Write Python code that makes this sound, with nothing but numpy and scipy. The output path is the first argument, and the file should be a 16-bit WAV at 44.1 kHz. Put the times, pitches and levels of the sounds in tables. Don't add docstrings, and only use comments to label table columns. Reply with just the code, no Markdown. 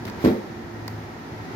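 import sys
import numpy as np
from scipy import signal
from scipy.fft import rfft, irfft
from scipy.io import wavfile
from scipy.ndimage import uniform_filter1d

SR = 44100
rng = np.random.default_rng(int(sys.argv[2]) if len(sys.argv) > 2 else 0)


def master(y):
    cut = np.clip(np.atleast_2d(y).T, -1, 1)
    pcm = np.round(cut * 32767)
    wavfile.write(sys.argv[1], SR, pcm.astype(np.int16))


N = 68355
TIME_S = np.arange(N) / SR
BINS_HZ = np.arange(N // 2 + 1) * SR / N


def undb(db):
    return 10 ** (np.asarray(db) / 20)


def unit(x):
    return x / np.sqrt(np.mean(x ** 2))


def pan(side_db):
    return undb(np.array([[side_db], [-side_db]]) / 2)


def decay(start_s, t60_s):
    age_s = TIME_S - start_s
    return (age_s >= 0) * np.exp(-np.log(1000) * np.maximum(age_s, 0) / t60_s)


def over_time(points):
    return np.interp(TIME_S, *np.array(points).T)


def over_hz(points):
    hz, value = np.array(points, float).T
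    return np.interp(np.log(np.maximum(BINS_HZ, 1)), np.log(hz), value)


def walk(rate_hz):
    span = max(int(SR / rate_hz), 1)
    smoothed = uniform_filter1d(rng.standard_normal(N), span, mode="wrap")
    return unit(uniform_filter1d(smoothed, span, mode="wrap"))


def ring(x, response):
    return signal.fftconvolve(np.atleast_2d(x), response, axes=1)[:, :N]


# frequency in Hz, left-right correlation.
CORRELATION = [(60, 0.64), (200, 1), (400, 0.78), (650, 0.38), (1200, 0.0072), (4000, 0.0089),
               (16000, -0.094)]


def stereo_noise(bin_gain):
    mid, side = rfft(rng.standard_normal((2, N)))
    alike = np.clip(over_hz(CORRELATION), -1, 1)
    both = mid * np.sqrt(1 + alike) + np.array([[1], [-1]]) * side * np.sqrt(1 - alike)
    return unit(irfft(both * bin_gain, N))


def noise(spectrum, tilt_db_oct=0):
    tilted = [(hz, db + tilt_db_oct * np.log2(hz)) for hz, db in spectrum]
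    return stereo_noise(undb(over_hz(tilted)))


def narrow_noise(hz, width_hz):
    return stereo_noise(1 / (1 + (2 * (BINS_HZ - hz) / width_hz) ** 2))


# frequency in Hz, relative density in dB.
AIR_SPECTRUM = [(30, -30), (45, 0), (58, -2.5), (95, 1), (128, -2), (160, 4), (190, -6.5), (230, 2.5),
                (380, -0.5), (540, -9), (900, -5), (1100, -11.5), (1950, -12.5), (2800, -22.5),
                (5200, -25.5), (6800, -31), (8000, -41), (10000, -39.5), (13000, -36.5), (16000, -44)]
# time in seconds, gain in dB.
AIR_DRIFT = [(0, 2), (.08, 2), (.22, 4), (.4, 2), (.65, 0), (.8, 0.6), (1.02, 1.5), (1.12, 0.5),
             (1.35, 1.5), (1.48, 2.5), (1.55, 3.5)]


def room_rumble(level_db=-38, waver_db=1.3, waver_below_hz=490):
    air = noise(AIR_SPECTRUM)
    rumble = irfft(rfft(air) / (1 + (BINS_HZ / waver_below_hz) ** 2), N)
    hiss = air - rumble
    waver = undb(waver_db * walk(rate_hz=17.6))
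    return undb(level_db + over_time(AIR_DRIFT)) * (hiss + rumble * waver)


# time in seconds, rms level in dB.
HUM_SWELL = [(0, -38), (.1, -42.5), (.2, -52), (.4, -43.5), (.65, -52.5), (.74, -41.5), (.97, -35.5),
             (1.08, -49), (1.22, -57), (1.32, -44), (1.41, -36), (1.47, -76), (1.55, -31.5)]


def hum(hz=107.9, wander=0.0092):
    cycles = np.cumsum(hz * (1 + wander * walk(rate_hz=9.5))) / SR
    return undb(over_time(HUM_SWELL)) * np.sqrt(2) * np.sin(2 * np.pi * cycles)


# frequency in Hz, level in dB, width in Hz.
ROOM_TONES = [(162.2, -49.5, 11), (224.8, -49.5, 11.4), (345.5, -46.5, 2.7), (742.6, -55.5, 12),
              (914, -62.5, 19), (1323, -55, 57), (1848, -57.5, 49)]


def room_tones():
    return sum(undb(db) * narrow_noise(hz, width_hz) for hz, db, width_hz in ROOM_TONES)


# start and end in seconds, frequency in Hz, level in dB, left over right in dB.
WHINE_SPELLS = [(0.7, 0.91, 1897, -58, -7), (1.3, 1.62, 1951, -54.5, 1)]


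def whine(width_hz=32, fade_s=0.05):
    out = 0
    for start_s, end_s, hz, db, side_db in WHINE_SPELLS:
        gate = np.clip(np.minimum(TIME_S - start_s, end_s - TIME_S) / fade_s, 0, 1)
        out += undb(db) * pan(side_db) * narrow_noise(hz, width_hz) * gate
    return out


# frequency in Hz, relative density in dB.
REVERB_SPECTRUM = [(60, -24), (150, -4), (260, -1), (420, 7), (650, 6), (1000, -2.5), (3000, -9),
                   (12000, 1)]


def room_reverb(x):
    tail = noise(REVERB_SPECTRUM) * decay(start_s=0.015, t60_s=0.41)
    power_gain = np.mean(undb(over_hz(REVERB_SPECTRUM)) ** 2)
    return ring(x, tail * np.sqrt(power_gain / np.sum(tail[0] ** 2)))


# start in seconds, level in dB.
NUDGES = [(0.054, -38), (0.237, -25.5), (0.289, -27), (1.309, -28.5)]


def bumps(hz=109.8, rise_s=0.012, t60_s=0.072):
    out = 0
    for start_s, db in NUDGES:
        age_s = TIME_S - start_s
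        peak_s = start_s + rise_s
        envelope = np.where(TIME_S < peak_s, np.clip(age_s / rise_s, 0, 1), decay(peak_s, t60_s))
        out += undb(db) * envelope * np.sin(2 * np.pi * hz * age_s)
    return out


# start in seconds, ping gain in dB, tilt in dB per octave,
# ping left over right in dB, rattle level in dB, rattle T60 in seconds.
TICK_HITS = [(0.0527, -37, -1, 13, -35, 0.035), (0.0991, -31, -4, 0, -37, 0.02),
             (0.249, -52, 0.5, -5, -31, 0.026), (0.249, -30, -6, 8.5, -36, 0.062),
             (0.2773, -52, 4, -3, -44, 0.012), (0.8795, -27.5, 1.5, -6.5, -39, 0.025),
             (0.8815, -29, -4.5, 8.5, -42, 0.015)]
# frequency in Hz, relative level in dB, T60 in seconds.
TICK_MODES = [(1050, -9, 0.011), (1955, -0.5, 0.0054), (4630, -0.5, 0.0078), (5340, -3, 0.0047),
              (6600, -8, 0.0031), (8300, -18, 0.0064), (11770, -6, 0.004), (13500, -4, 0.0042),
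              (14750, -15, 0.004)]
# frequency in Hz, relative density in dB.
RATTLE_SPECTRUM = [(500, -2), (1500, -3), (3000, 0), (5200, 0), (8500, -16.5), (12500, -5), (16000, -12)]


def ticks(pivot_hz=4000, right_lag_s=0.0001205):
    age_s = np.arange(N // 20) / SR - np.array([[0], [right_lag_s]])
    out = np.zeros((2, N))
    for start_s, db, tilt_db_oct, side_db, rattle_db, rattle_t60_s in TICK_HITS:
        ping = 0
        for hz, mode_db, t60_s in TICK_MODES:
            gain = undb(mode_db + tilt_db_oct * np.log2(hz / pivot_hz))
            ping += gain * np.sin(2 * np.pi * hz * age_s) * np.exp(-np.log(1000) * age_s / t60_s)
        first = int(start_s * SR)
        out[:, first:first + age_s.shape[1]] += undb(db) * pan(side_db) * ping * (age_s >= 0)
        out += undb(rattle_db) * noise(RATTLE_SPECTRUM, tilt_db_oct) * decay(start_s, rattle_t60_s)
    return out


# start, attack, hold and release T60
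# in seconds, level in dB, tilt in dB per octave.
NOISE_BURSTS = [(0.064, 0.0047, 0.017, 0.071, -42.5, 4.5), (0.076, 0.0022, 0.004, 0.049, -34, -5),
                (0.156, 0.095, 0.025, 0.38, -38.5, 4.5), (0.2408, 0.0072, 0.0069, 0.16, -31.5, 0.5),
                (0.254, 0.014, 0.017, 0.27, -34, -3.5)]
# frequency in Hz, relative density in dB.
BURST_SPECTRUM = [(500, -2), (1000, 5), (2000, 6.5), (2900, -2.5), (4000, -2.5), (6000, -12.5), (8500, -23),
                  (10500, -21), (12300, -15), (16000, -23)]


def scuffs_and_hiss(grain_db=1.5):
    out = 0
    for start_s, attack_s, hold_s, t60_s, db, tilt_db_oct in NOISE_BURSTS:
        end_s = start_s + attack_s + hold_s
        attack = np.clip((TIME_S - start_s) / attack_s, 0, 1) ** 2
        release = np.where(TIME_S < end_s, 1, decay(end_s, t60_s))
        grainy = noise(BURST_SPECTRUM, tilt_db_oct) * undb(grain_db * walk(rate_hz=740))
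        out += undb(db) * attack * release * unit(grainy)
    return out


# start in seconds, impulse in dB, push length in ms.
CONTACTS = [(0.054, -21, 1.06), (0.0748, -22.5, 1.6), (0.2407, -6.5, 0.76), (0.2475, -0.5, 1.105),
            (0.2533, -10.5, 0.86), (0.2594, -0.5, 0.87), (0.2725, -6, 0.95), (0.277, -10, 0.71),
            (0.2906, -14, 0.93), (0.3143, -8.5, 0.92)]
# frequency in Hz, relative level in dB, T60 in seconds.
DESK_MODES = [(94.6, -16, 0.12), (137.1, -11.5, 0.24), (204, -6.5, 1), (223.7, -2.5, 0.18), (250, 3, 0.095),
              (292.3, -4, 0.15), (303.8, -3.5, 0.21), (335.8, -4.5, 0.32), (377, -9.5, 0.28),
              (436.9, -13.5, 0.23), (523.5, -13, 0.18), (589.2, -16.5, 0.34), (629, -31, 0.14)]
SHELL_MODES = [(756, -22, 0.38), (830, -21, 0.19), (906, -19.5, 0.13), (968, -16.5, 0.2), (1074, -39, 0.12),
               (1347, -7.5, 0.083)]
# frequency in Hz, relative density in dB.
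KNOCK_SPECTRUM = [(60, -10), (150, -0.5), (250, 15.5), (420, 7), (700, -16), (950, -3.5), (1400, -12),
                  (2200, -12), (4000, -41)]


def case_thump(modes_db=-14.5, knock_db=-18, right_lag_s=0.00026):
    force = np.zeros(N)
    for start_s, db, push_ms in CONTACTS:
        push = np.sin(np.pi * np.clip((TIME_S - start_s) * 1000 / push_ms, 0, 1))
        force += undb(db) * push / push.sum()
    lag_s = np.array([[0], [right_lag_s]])
    modes = sum(undb(db) * np.cos(2 * np.pi * hz * (TIME_S - lag_s)) * decay(lag_s, t60_s)
                for hz, db, t60_s in DESK_MODES + SHELL_MODES)
    knock = noise(KNOCK_SPECTRUM) * decay(start_s=0, t60_s=0.28)
    return ring(force, undb(modes_db) * modes + undb(knock_db) * knock)


def scene():
    thump, clicks = case_thump(), ticks()
    reverb = room_reverb(undb(-11) * thump + undb(-12) * clicks)
    foreground = thump + clicks + reverb + scuffs_and_hiss() + bumps()
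    return foreground + room_rumble() + hum() + room_tones() + whine()


# frequency in Hz, left over right in dB.
MIC_MISMATCH = [(60, 0.5), (200, 1.5), (380, -2.5), (700, -1.5), (1290, -2.5), (2380, 2), (4400, 1),
                (8000, -1), (15000, -1.5)]


def record(dry):
    low_hz, top_hz = 57.7, 15900
    balance = undb(np.array([[.5], [-.5]]) * over_hz(MIC_MISMATCH))
    coloured = irfft(rfft(dry) * balance, N)
    thinned = signal.sosfilt(signal.butter(5, low_hz, "high", fs=SR, output="sos"), coloured)
    return signal.sosfilt(signal.ellip(10, .2, 80, top_hz, fs=SR, output="sos"), thinned)


dry = scene()
out = record(dry)
master(out)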